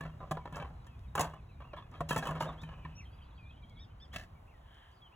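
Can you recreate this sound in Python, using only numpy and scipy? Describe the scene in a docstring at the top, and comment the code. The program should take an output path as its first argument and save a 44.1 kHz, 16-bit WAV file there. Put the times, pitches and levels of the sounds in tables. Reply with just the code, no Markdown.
"""Empty plastic bottles drop into a litter bin on a post, a few metres from a phone, on open grass.
From the start to about 3 s, contact noise rings bottle walls and the bin's hollow, then rattles and slides on.
Gliding tones make birds that call from 0.4 s on, joined by a warble at 2.6 s, a trill at 3 s, chirps at 3.8 s.
At 4.1 s grit noise makes a shoe scuff the path; a soft hiss of filtered noise swells near 4.8 s.
Bands of noise make a low rumble and wind in far trees all along; they fade from 4.18 s on."""
import sys
import numpy as np
from scipy import signal
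from scipy.fft import rfft, irfft, next_fast_len
from scipy.io import wavfile
from scipy.ndimage import uniform_filter1d

SR = 44100
rng = np.random.default_rng(int(sys.argv[2]) if len(sys.argv) > 2 else 0)


def file_out(sig):
    """Save sig as 16-bit WAV at sys.argv[1]."""
    # one column per channel
    cols = np.atleast_2d(sig).T
    # limit, then scale
    lim = np.clip(cols, -1, 1)
    pcm = np.round(lim * 32767).astype(np.int16)
    wavfile.write(sys.argv[1], SR, pcm)


N = 227237

# Rumble and far wind. Each row: pitch in Hz, relative level in dB per Hz,
# share that is alike at both ports (0 to 1).
AIR_BANDS = [(21, -2, 1), (39.2, -4.5, 1), (63.2, 3, 1), (129, -7, 0.99), (189.1, -18, 0.98),
             (418, -29.5, 0), (890, -21.5, 0.17), (1790, -37.5, 0.1), (3000, -39.5, 1), (4300, -53, 1),
             (8360, -54, 0.93), (16000, -57, 1)]
AIR_DB, AIR_SWELL_DB, AIR_FLICKER_DB = -50.5, .8, 1.54
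FADE_START_S, WIND_FADE_DB_PER_S, RUMBLE_FADE_DB_PER_S = 4.18, -2, -13

# How far the left microphone port leads the right. Each row: pitch in Hz, lead in radians.
PORT_LEAD = [(0, 0), (1290, -0.2), (2580, 1.7), (3790, 1.4), (6370, 6.0), (7490, 6.7), (8350, 9.1),
             (9560, 9.8), (10400, 12.4), (11600, 12.8), (12500, 15.5), (13700, 15.8), (14600, 18.8),
             (16000, 18.9)]
TOP_HZ = 16000  # the phone cuts what lies above

# Two broad resonances of the soft hiss. Each row: pitch in Hz, width in Hz, relative level in dB.
HISS_BANDS = [(3120, 500, -2.5), (1710, 470, -3.5)]
HISS_CENTRE_S, HISS_SPREAD_S, HISS_DB = 4.79, 0.1, -64

# Bird notes, each one smooth glide. Each row: start in seconds, length in seconds, first pitch in Hz,
# middle pitch in Hz, last pitch in Hz, level in dB before flutter, distance and echo.
WHISTLES = [(0.4, 0.049, 2318, 2240, 2190, -74), (0.81, 0.12, 3110, 3040, 2980, -85),
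            (0.966, 0.029, 3700, 3540, 3570, -82), (0.885, 0.092, 2720, 2550, 2370, -72.5),
            (1.031, 0.049, 2550, 2540, 2110, -76), (1.32, 0.03, 2900, 2860, 3010, -67),
            (1.375, 0.033, 2678, 2600, 2330, -70), (1.411, 0.049, 4130, 4050, 3960, -85),
            (1.488, 0.038, 2680, 2550, 2240, -72), (1.541, 0.1, 2347, 2410, 2250, -75.5),
            (1.628, 0.038, 2400, 2610, 2850, -70), (1.674, 0.067, 2820, 2680, 2220, -68.5),
            (1.745, 0.059, 3205, 3190, 3150, -69), (2.458, .05, 3140, 3700, 3200, -61),
            (2.577, 0.053, 3080, 3540, 3890, -61), (2.81, .06, 2490, 2350, 2190, -64),
            (2.953, 0.058, 5400, 6050, 5400, -62), (2.975, 0.043, 2480, 2740, 2040, -54.5),
            (3.024, 0.022, 2080, 2065, 1900, -65.5), (3.105, 0.057, 4300, 4800, 4700, -77),
            (3.205, 0.037, 2040, 3190, 2300, -65.5), (3.22, 0.029, 4500, 4840, 4540, -76),
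            (3.344, 0.068, 4250, 4660, 4700, -81.5), (3.377, 0.018, 3520, 3000, 2700, -73),
            (3.383, 0.14, 2594, 2394, 2650, -61.5), (3.525, .07, 2770, 2970, 3200, -74),
            (3.572, 0.08, 2360, 2370, 2240, -71.5), (3.698, 0.11, 2300, 2155, 2410, -70),
            (4.118, 0.0394, 2980, 3398, 3550, -59.5), (4.35, 0.045, 2240, 2290, 2040, -75),
            (4.472, 0.051, 2350, 2750, 2130, -71), (4.525, 0.062, 2200, 1900, 1850, -73),
            (4.566, .06, 3750, 3600, 3750, -88.5), (4.921, 0.065, 4550, 4950, 3900, -79),
            (5.016, 0.069, 3370, 3215, 2920, -62.5), (5.117, 0.048, 2300, 2810, 2850, -65.5)]
# Chirps with overtones. Each row: the same columns as the whistles; the pitches are of the second partial.
CHIRPS = [(3.789, .065, 2993, 3750, 3030, -63.5), (3.999, .06, 3030, 3566, 3050, -62.5)]
# Partials of a chirp. Each row: multiple of the given pitch, level in dB.
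CHIRP_PARTIALS = [(.5, -14), (1, 0), (1.5, -8)]
# Warbles of a far bird. Each row: start in seconds, length in seconds, middle pitch in Hz,
# level in dB before flutter, distance and echo.
WARBLES = [(2.615, 0.38, 2538, -71), (3.04, 0.31, 2550, -77.5)]
WARBLE_SWING_HZ, WARBLE_SWINGS_PER_S = 112, 40
WARBLE_PARTIALS = ((1, 0), (1.14, -7.5))  # multiple of the pitch, level in dB
NOTE_SWELL_POWER = 0.33  # 0 = flat note, 1 = sine arch
FAR_HZ = 4300  # whistles with a middle pitch above this come from far off
TRILL_START_S, TRILL_GAP_S, TRILL_COUNT = 3.04, .0647, 12
TRILL_HZ = (4200, 3300, 3650)  # first, middle and last pitch of a note, before a small random shift
TRILL_NOTE_S, TRILL_DB, TRILL_SPREAD_DB = .034, -71, 2  # average length and level, random spread
FLOCK_PER_S, FLOCK_END_S = 16, 3.95
FLOCK_HZ, FLOCK_MIN_DB = (2300, 4200), -86  # range of pitches; level of the softest call
NEAR_FLUTTER_DB, FAR_FLUTTER_DB, BIRD_ECHO_S = 1.2, 3.6, 0.023

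# Shoe strokes on the path. Each row: start in seconds, attack in seconds, hold in seconds,
# release in seconds, grit level in dB before the sole's resonances.
SCUFF_STROKES = [(4.125, 0.016, 0.01, 0.022, -39.5), (4.17, .01, 0.057, 0.016, -51.5)]
# The loudest stones under the shoe. Each row: time in seconds, noise level in dB before the sole's resonances.
STONES = [(4.162, -27.5), (4.186, -41), (4.212, -48), (4.238, -52.5)]
# Resonances of the sole. Each row: pitch in Hz, width in Hz, level in dB.
SOLE = [(190, 103, 9.5), (640, 130, 6.5), (1200, 160, 4.5), (1710, 154, 10.5), (2620, 140, 3),
        (6600, 2500, -37), (11900, 9800, -30)]

# Thin dry ticks. Each row: time in seconds, peak in dB, centre pitch in Hz.
TICKS = [(0.559, -43.5, 4940), (0.846, -60.5, 3930), (0.993, -61, 2640), (1.915, -60.5, 7200),
         (3.697, -58, 4980), (4.745, -63, 5100), (4.915, -64, 5000)]
TICK_S = 0.0012  # time to the top of a tick's envelope

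# Bottles sliding over each other. Each row: start in seconds, hold in seconds, wall level in dB,
# crackle level in dB relative to the walls.
SLIDES = [(0.553, 0.086, -57.5, -14), (1.192, 0.056, -68.5, 23), (1.911, 0.15, -60, -31),
          (2.086, 0.15, -52.5, 6.5), (2.225, 0.14, -49.5, -3), (2.399, 0.12, -51, 2),
          (2.524, 0.044, -78, -1), (2.611, 0.11, -58, -3), (2.77, 0.12, -68, -10)]
SLIDE_ATTACK_S, SLIDE_RELEASE_S, SLIDE_CRACKLE_S = 0.0073, .05, 0.028
SLIDE_RING_SHARE = 0.31  # contact shortens the ring of the walls to this share

# Knocks. Each row: time in seconds, early peak of the bottle walls in dB, bin boom in dB, crack in dB,
# brightest bottle pitch in Hz, rattle in dB, hardness in dB per octave. Boom and crack are relative
# to the wall peak, the rattle to the first contact.
KNOCKS = [(0.009, -33, -6.5, -15, 666, -8, 2.5), (0.053, -39, -0.5, -50, 550, -1.5, 2),
          (0.205, -38.5, -11, -30, 1100, 4, -17), (0.312, -24.5, -8.5, -10.5, 855, -10, -0.5),
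          (0.372, -31, -20, -25.5, 1060, -12.5, -3), (0.457, -33.5, -15, -46, 605, -4, -1),
          (0.526, -39.5, -0.5, -9, 760, -19, 7), (0.537, -40, -9.5, -14, 590, 8.5, 9.5),
          (0.56, -33, -7, -12.5, 1080, 5, -11), (0.599, -35, -8, -53, 805, 5, 6.5),
          (0.646, -40, -6.5, -49, 1080, -3, -8), (0.705, -47.5, -1, -25, 710, -9, -13),
          (0.868, -45.5, -17, -7.5, 900, -15, 9.5), (1.154, -23.5, -18.5, -7.5, 810, -8, 3),
          (1.178, -22.5, -23, -9, 1020, -11, 6), (1.195, -21, -45, -6.5, 700, -6, 0.5),
          (1.209, -22, -12, 0, 600, -11, 5.5), (1.234, -30.5, -30, -30, 980, -5.5, -10),
          (1.27, -41.5, 3.5, -30, 1010, -3, 6), (1.336, -39, -22, -20, 970, -4, -8),
          (1.603, -43, -17, -16.5, 1130, 1.5, 2), (1.734, -34.5, -18, -22.5, 990, -13.5, -2),
          (1.764, -40, -30, -21, 940, 16, 7), (1.94, -45.5, -12, -32, 1180, 5, 17.5),
          (2.007, -24, -11, -18.5, 667, -18, -12), (2.091, -32, -14, 1, 1200, -4, 19),
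          (2.109, -20.5, -13, -12, 1250, -17, 5.5), (2.124, -27, -13, -4, 717, 6, 5),
          (2.162, -22.5, -8, -3.5, 690, -1, 2.5), (2.178, -32, 4.5, -0.5, 557, -3, 11),
          (2.226, -30, -11, -22, 750, -13, 5.5), (2.255, -33, -38, -3, 780, -9, 7.5),
          (2.271, -27.5, -38, -7, 1110, -12, 10), (2.288, -30, -4, -11, 1070, -3, -13),
          (2.309, -30.5, -3, -15.5, 1090, -8.5, -3.5), (2.352, -38, -0.5, -14, 685, -1, 6),
          (2.407, -21.5, -48, -19, 663, -11, 0.5), (2.424, -32.5, -2, -8, 1280, -15, 8.5),
          (2.462, -35, -20, -39, 700, 5.5, -11), (2.491, -36, 0.5, -49, 1120, -10, 0),
          (2.633, -40.5, 1.5, -11, 980, -4, 13), (2.689, -41, -9, -21.5, 1176, 6, 8),
          (2.851, -37, -4, -23, 1030, -7.5, 5)]
# Ringing modes of the bottle walls. Each row: pitch in Hz, level in dB, time to fall by 60 dB in seconds.
# Every knock shifts pitch and level a little.
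BOTTLE_MODES = [(590, -10.5, 0.14), (698, 0.5, 0.036), (802, -5, 0.1), (988, 1, 0.045), (1084, 6.5, 0.023),
                (1228, -1.5, 0.028), (1544, -2.5, 0.022), (1727, -2, 0.042), (2275, -5.5, 0.013),
                (2680, -8.5, 0.037), (3150, -18.5, 0.096), (3770, -33, 0.078)]
# Ringing modes of the bin's hollow. Each row: pitch in Hz, level in dB, time to fall by 60 dB in seconds.
BIN_MODES = [(157.05, 14, 0.4), (254.6, 1, 0.23), (325, -22, .08)]
PEAK_WINDOW = SR // 70  # samples at the start of a knock that set its peak
OWN_PITCH_DB, OWN_PITCH_WIDTH = 9, 0.089  # lift near a bottle's own pitch; width in natural-log pitch
CONTACT_S, RATTLE_RISE_S, RATTLE_S, CRACK_S = 0.0031, 0.0044, 0.036, 0.077
MODE_SPREAD_DB, MODE_SHIFT = 3.36, 0.046  # random spread of level, and of pitch as a share


def undb(db):
    """Turn decibels into a plain factor."""
    return 10 ** (np.asarray(db) / 20)


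def unit(x):
    """Scale to an average (RMS) strength of 1."""
    return x / np.sqrt(np.mean(x ** 2))


def ring(x, hz, t60):
    """One mode, struck by x, that falls by 60 dB in t60 seconds."""
    pole = np.exp((2j * np.pi * hz - np.log(1000) / max(t60, .003)) / SR)
    return signal.lfilter([1], [1, -pole], x).imag


def band(x, hz, width):
    """Resonance with gain 1 at its centre."""
    return signal.lfilter(*signal.iirpeak(hz, hz / width, fs=SR), x)


def walk(rate):
    """Slow random curve: levels held for 1 / rate seconds and smoothed twice; spread near 1."""
    k = int(SR / rate)
    steps = np.repeat(rng.standard_normal(N // k + 1), k)
    return unit(uniform_filter1d(uniform_filter1d(steps, k), k)[:N])


def add(out, s, x):
    """Mix x into out from second s on."""
    i = int(s * SR)
    out[i:i + len(x)] += x[:N - i]


def grit(size, spread_db):
    """Dense tiny contacts with a few big ones."""
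    return unit(rng.standard_normal(size) * undb(spread_db * rng.exponential(size=size)))


def shape(s, attack_s, hold_s, release_s):
    """Straight rise, hold, exponential release."""
    t = np.arange(N) / SR - s
    return np.clip(t / attack_s, 0, 1) * np.exp(-np.maximum(t - attack_s - hold_s, 0) / release_s)


def echoes(x, decay_s):
    """Scattering off trees: x smeared by a decaying burst of noise."""
    t = np.arange(SR // 4) / SR
    tail = rng.standard_normal(len(t)) * np.exp(-t / decay_s)
    return signal.fftconvolve(x, tail / np.linalg.norm(tail))[:N]


def ports(x, side=1.):
    """Both microphone ports hear one wave, the left one earlier in the treble; side scales the lead."""
    hz, lead = np.transpose(PORT_LEAD)
    size = next_fast_len(N + 4096)
    bins_hz = np.arange(size // 2 + 1) * SR / size
    turn = np.exp(.5j * side * np.interp(bins_hz, hz, lead))
    return irfft(rfft(x, size) * np.array([turn, turn.conj()]), size)[:, :N]


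def air():
    """Rumble and wind: half-octave noise bands swell together and flicker alone, partly shared by the ports."""
    shared, apart, swell = 0, 0, walk(1.685)
    fading_s = np.maximum(np.arange(N) / SR - FADE_START_S, 0)
    table = np.array(AIR_BANDS, float)
    for hz in 22 * 2 ** np.arange(0, 9.6, .5):
        db, alike = (np.interp(np.log(hz), np.log(table[:, 0]), table[:, k]) for k in (1, 2))
        alike = np.clip(alike, 0, 1)
        noise = band(band(rng.standard_normal((3, N)), hz, hz / 2), hz, hz / 2)
        fade = RUMBLE_FADE_DB_PER_S if hz < 250 else WIND_FADE_DB_PER_S
        noise = noise * undb(db + AIR_SWELL_DB * swell + AIR_FLICKER_DB * walk(8) + fading_s * fade)
        shared = shared + np.sqrt(alike) * noise[0]
        apart = apart + np.sqrt(1 - alike) * noise[1:]
    return unit(ports(shared) + apart) * undb(AIR_DB)


def hiss():
    """Soft noise in two broad resonances, swelling and fading as a bell curve."""
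    noise = rng.standard_normal(N)
    tone = unit(sum(undb(db) * band(band(noise, hz, w), hz, w) for hz, w, db in HISS_BANDS))
    swell = np.exp(-.5 * ((np.arange(N) / SR - HISS_CENTRE_S) / HISS_SPREAD_S) ** 2)
    return tone * undb(HISS_DB) * swell


def note(length_s, first_hz, mid_hz, last_hz, db, partials=((1, 0),), swing_hz=0, per_s=0):
    """A whistle on a parabola through three pitches; it swells and fades."""
    u = np.linspace(0, 1, int(length_s * SR))
    hz = np.polyval(np.polyfit((0, .5, 1), (first_hz, mid_hz, last_hz), deg=2), u)
    hz = hz + swing_hz * np.sin(2 * np.pi * per_s * length_s * u)
    phase = 2 * np.pi * np.cumsum(hz) / SR
    swell = np.abs(np.sin(np.pi * u)) ** NOTE_SWELL_POWER
    return np.sqrt(2) * swell * undb(db) * sum(undb(g) * np.sin(k * phase) for k, g in partials)


def trill(far):
    """A row of evenly spaced notes that glide down, then up, each a little different."""
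    for k, (a, b, c) in enumerate(rng.standard_normal((TRILL_COUNT, 3))):
        pitches = np.multiply(TRILL_HZ, 1 + 0.0314 * b)
        x = note(TRILL_NOTE_S * (1 + .15 * a), *pitches, TRILL_DB + TRILL_SPREAD_DB * c)
        add(far, TRILL_START_S + k * TRILL_GAP_S, x)


def flock(far):
    """Far birds: short calls that end lower, at random times and pitches."""
    for when, pitch, longer, size in rng.random((int(FLOCK_PER_S * FLOCK_END_S), 4)):
        hz = np.interp(pitch, (0, 1), FLOCK_HZ)
        x = note(.03 + .021 * longer, hz, hz * 1.01, hz * .95, FLOCK_MIN_DB + 8 * size)
        add(far, when * FLOCK_END_S, x)


def birds():
    """Gliding whistles and chirps with some echo; high whistles, warbles, trill and flock far off and blurred."""
    near, far = np.zeros(N), np.zeros(N)
    for s, length_s, first_hz, mid_hz, last_hz, db in WHISTLES:
        add(far if mid_hz > FAR_HZ else near, s, note(length_s, first_hz, mid_hz, last_hz, db))
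    for s, *row in CHIRPS:
        add(near, s, note(*row, CHIRP_PARTIALS))
    for s, length_s, hz, db in WARBLES:
        x = note(length_s, hz, hz, hz, db, WARBLE_PARTIALS, WARBLE_SWING_HZ, WARBLE_SWINGS_PER_S)
        add(far, s, x)
    trill(far)
    flock(far)
    # moving air makes the notes flutter, the far ones more
    near = near * undb(NEAR_FLUTTER_DB * walk(90))
    far = far * undb(FAR_FLUTTER_DB * walk(150))
    near_sound = near + undb(-6) * echoes(near, BIRD_ECHO_S)
    far_sound = undb(-5.5) * far + echoes(far, BIRD_ECHO_S)
    return near_sound + far_sound


def scuff():
    """Grit rolls under the sole and rings its resonances; a few stones snap louder."""
    push = grit(N, 3.6) * sum(shape(*row) * undb(db) for *row, db in SCUFF_STROKES)
    rise = np.arange(600) / SR / 0.0019
    for s, db in STONES:
        add(push, s - .002, undb(db) * rng.standard_normal(600) * rise * np.exp(1 - rise))
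    return sum(undb(db) * band(push, hz, w) for hz, w, db in SOLE)


def ticks():
    """Short bursts of noise through one wide resonance."""
    out, t = np.zeros(N), np.arange(SR // 40) / SR
    for s, db, hz in TICKS:
        x = band(rng.standard_normal(len(t)) * t * np.exp(-t / TICK_S), hz, 0.51 * hz)
        add(out, s - TICK_S, undb(db) * x / np.abs(x).max())
    return out


def slides():
    """Uneven scraping through the same bottle walls, heavily damped by contact; the crackle dies early."""
    push = grit(N, 1.95) * undb(2.8 * walk(59.83))
    walls = unit(sum(undb(g) * ring(push, f, SLIDE_RING_SHARE * t60) for f, g, t60 in BOTTLE_MODES))
    crackle = unit(band(push, 4330, 2800) + undb(-37) * band(push, 15000, 9000))
    out = np.zeros(N)
    for s, hold_s, db, crackle_db in SLIDES:
        scrape = shape(s, SLIDE_ATTACK_S, hold_s, SLIDE_RELEASE_S) * walls
        bright = shape(s, SLIDE_ATTACK_S, 0, SLIDE_CRACKLE_S) * crackle
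        out += undb(db) * (scrape + undb(crackle_db) * bright)
    return out


def bottle_walls(push, own_hz, hard_db):
    """Modes near the struck bottle's own pitch speak most; a harder blow lifts the high ones."""
    walls = 0
    chance = rng.standard_normal((len(BOTTLE_MODES), 2))
    for (hz, db, t60), (louder, higher) in zip(BOTTLE_MODES, chance):
        own_db = OWN_PITCH_DB * np.exp(-(np.log(hz / own_hz) / OWN_PITCH_WIDTH) ** 2)
        gain_db = db + MODE_SPREAD_DB * louder + hard_db * np.log2(hz / own_hz) + own_db
        walls = walls + undb(gain_db) * ring(push, hz * (1 + MODE_SHIFT * higher), t60)
    return walls


def knocks():
    """A few ms of contact, then uneven small bounces, drive walls and crackle; a thud rings the bin's hollow."""
    out, t = np.zeros(N), np.arange(SR // 3) / SR
    rise = t / CONTACT_S
    contact = rise * np.exp(1 - rise)
    thud = t / .0012 * np.exp(-t / 0.00044)
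    boom = sum(undb(g) * ring(thud, f, t60) for f, g, t60 in BIN_MODES)
    for s, db, boom_db, crack_db, own_hz, rattle_db, hard_db in KNOCKS:
        bounces = uniform_filter1d(np.repeat(rng.exponential(size=len(t) // 150) ** .7, 150), 100)
        rattle = undb(rattle_db) * bounces * (1 - np.exp(-t / RATTLE_RISE_S)) * np.exp(-t / RATTLE_S)
        push = grit(len(t), 2.73) * (contact + rattle)
        walls = bottle_walls(push, own_hz, hard_db)
        # the crackle gets its own decay
        crack = (band(push, 7060, 4800) + undb(-12.5) * band(push, 16400, 9000)) * np.exp(-t / CRACK_S)
        parts = ((walls, 0), (boom, boom_db), (crack, crack_db))
        knock = sum(undb(db + g) * x / np.abs(x[:PEAK_WINDOW]).max() for x, g in parts)
        add(out, s - .0022, knock)
    return out


def scatter_back(near):
    """Post, ground and bushes scatter a little of every near sound back, differently to each port."""
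    t = np.arange(SR // 3) / SR
    scatter = band(rng.standard_normal((2, len(t))) * np.exp(-t / 0.015), 4030, 8800)
    scatter = scatter / np.linalg.norm(scatter[0])
    return undb(-13) * signal.fftconvolve(near[None], scatter, axes=1)[:, :N]


def scene():
    """Near sounds with their scatter, the hiss, the birds and the air, in stereo."""
    near = knocks() + slides() + ticks() + scuff()
    back = scatter_back(near)
    return ports(near + hiss()) + ports(birds(), side=0.55) + back + air()


def record(dry):
    """The phone drops the deepest bass and cuts the top."""
    dry = signal.sosfilt(signal.butter(3, 32, "high", fs=SR, output="sos"), dry)
    return signal.sosfilt(signal.ellip(10, .2, 70, TOP_HZ, fs=SR, output="sos"), dry)


dry = scene()
out = record(dry)
file_out(out)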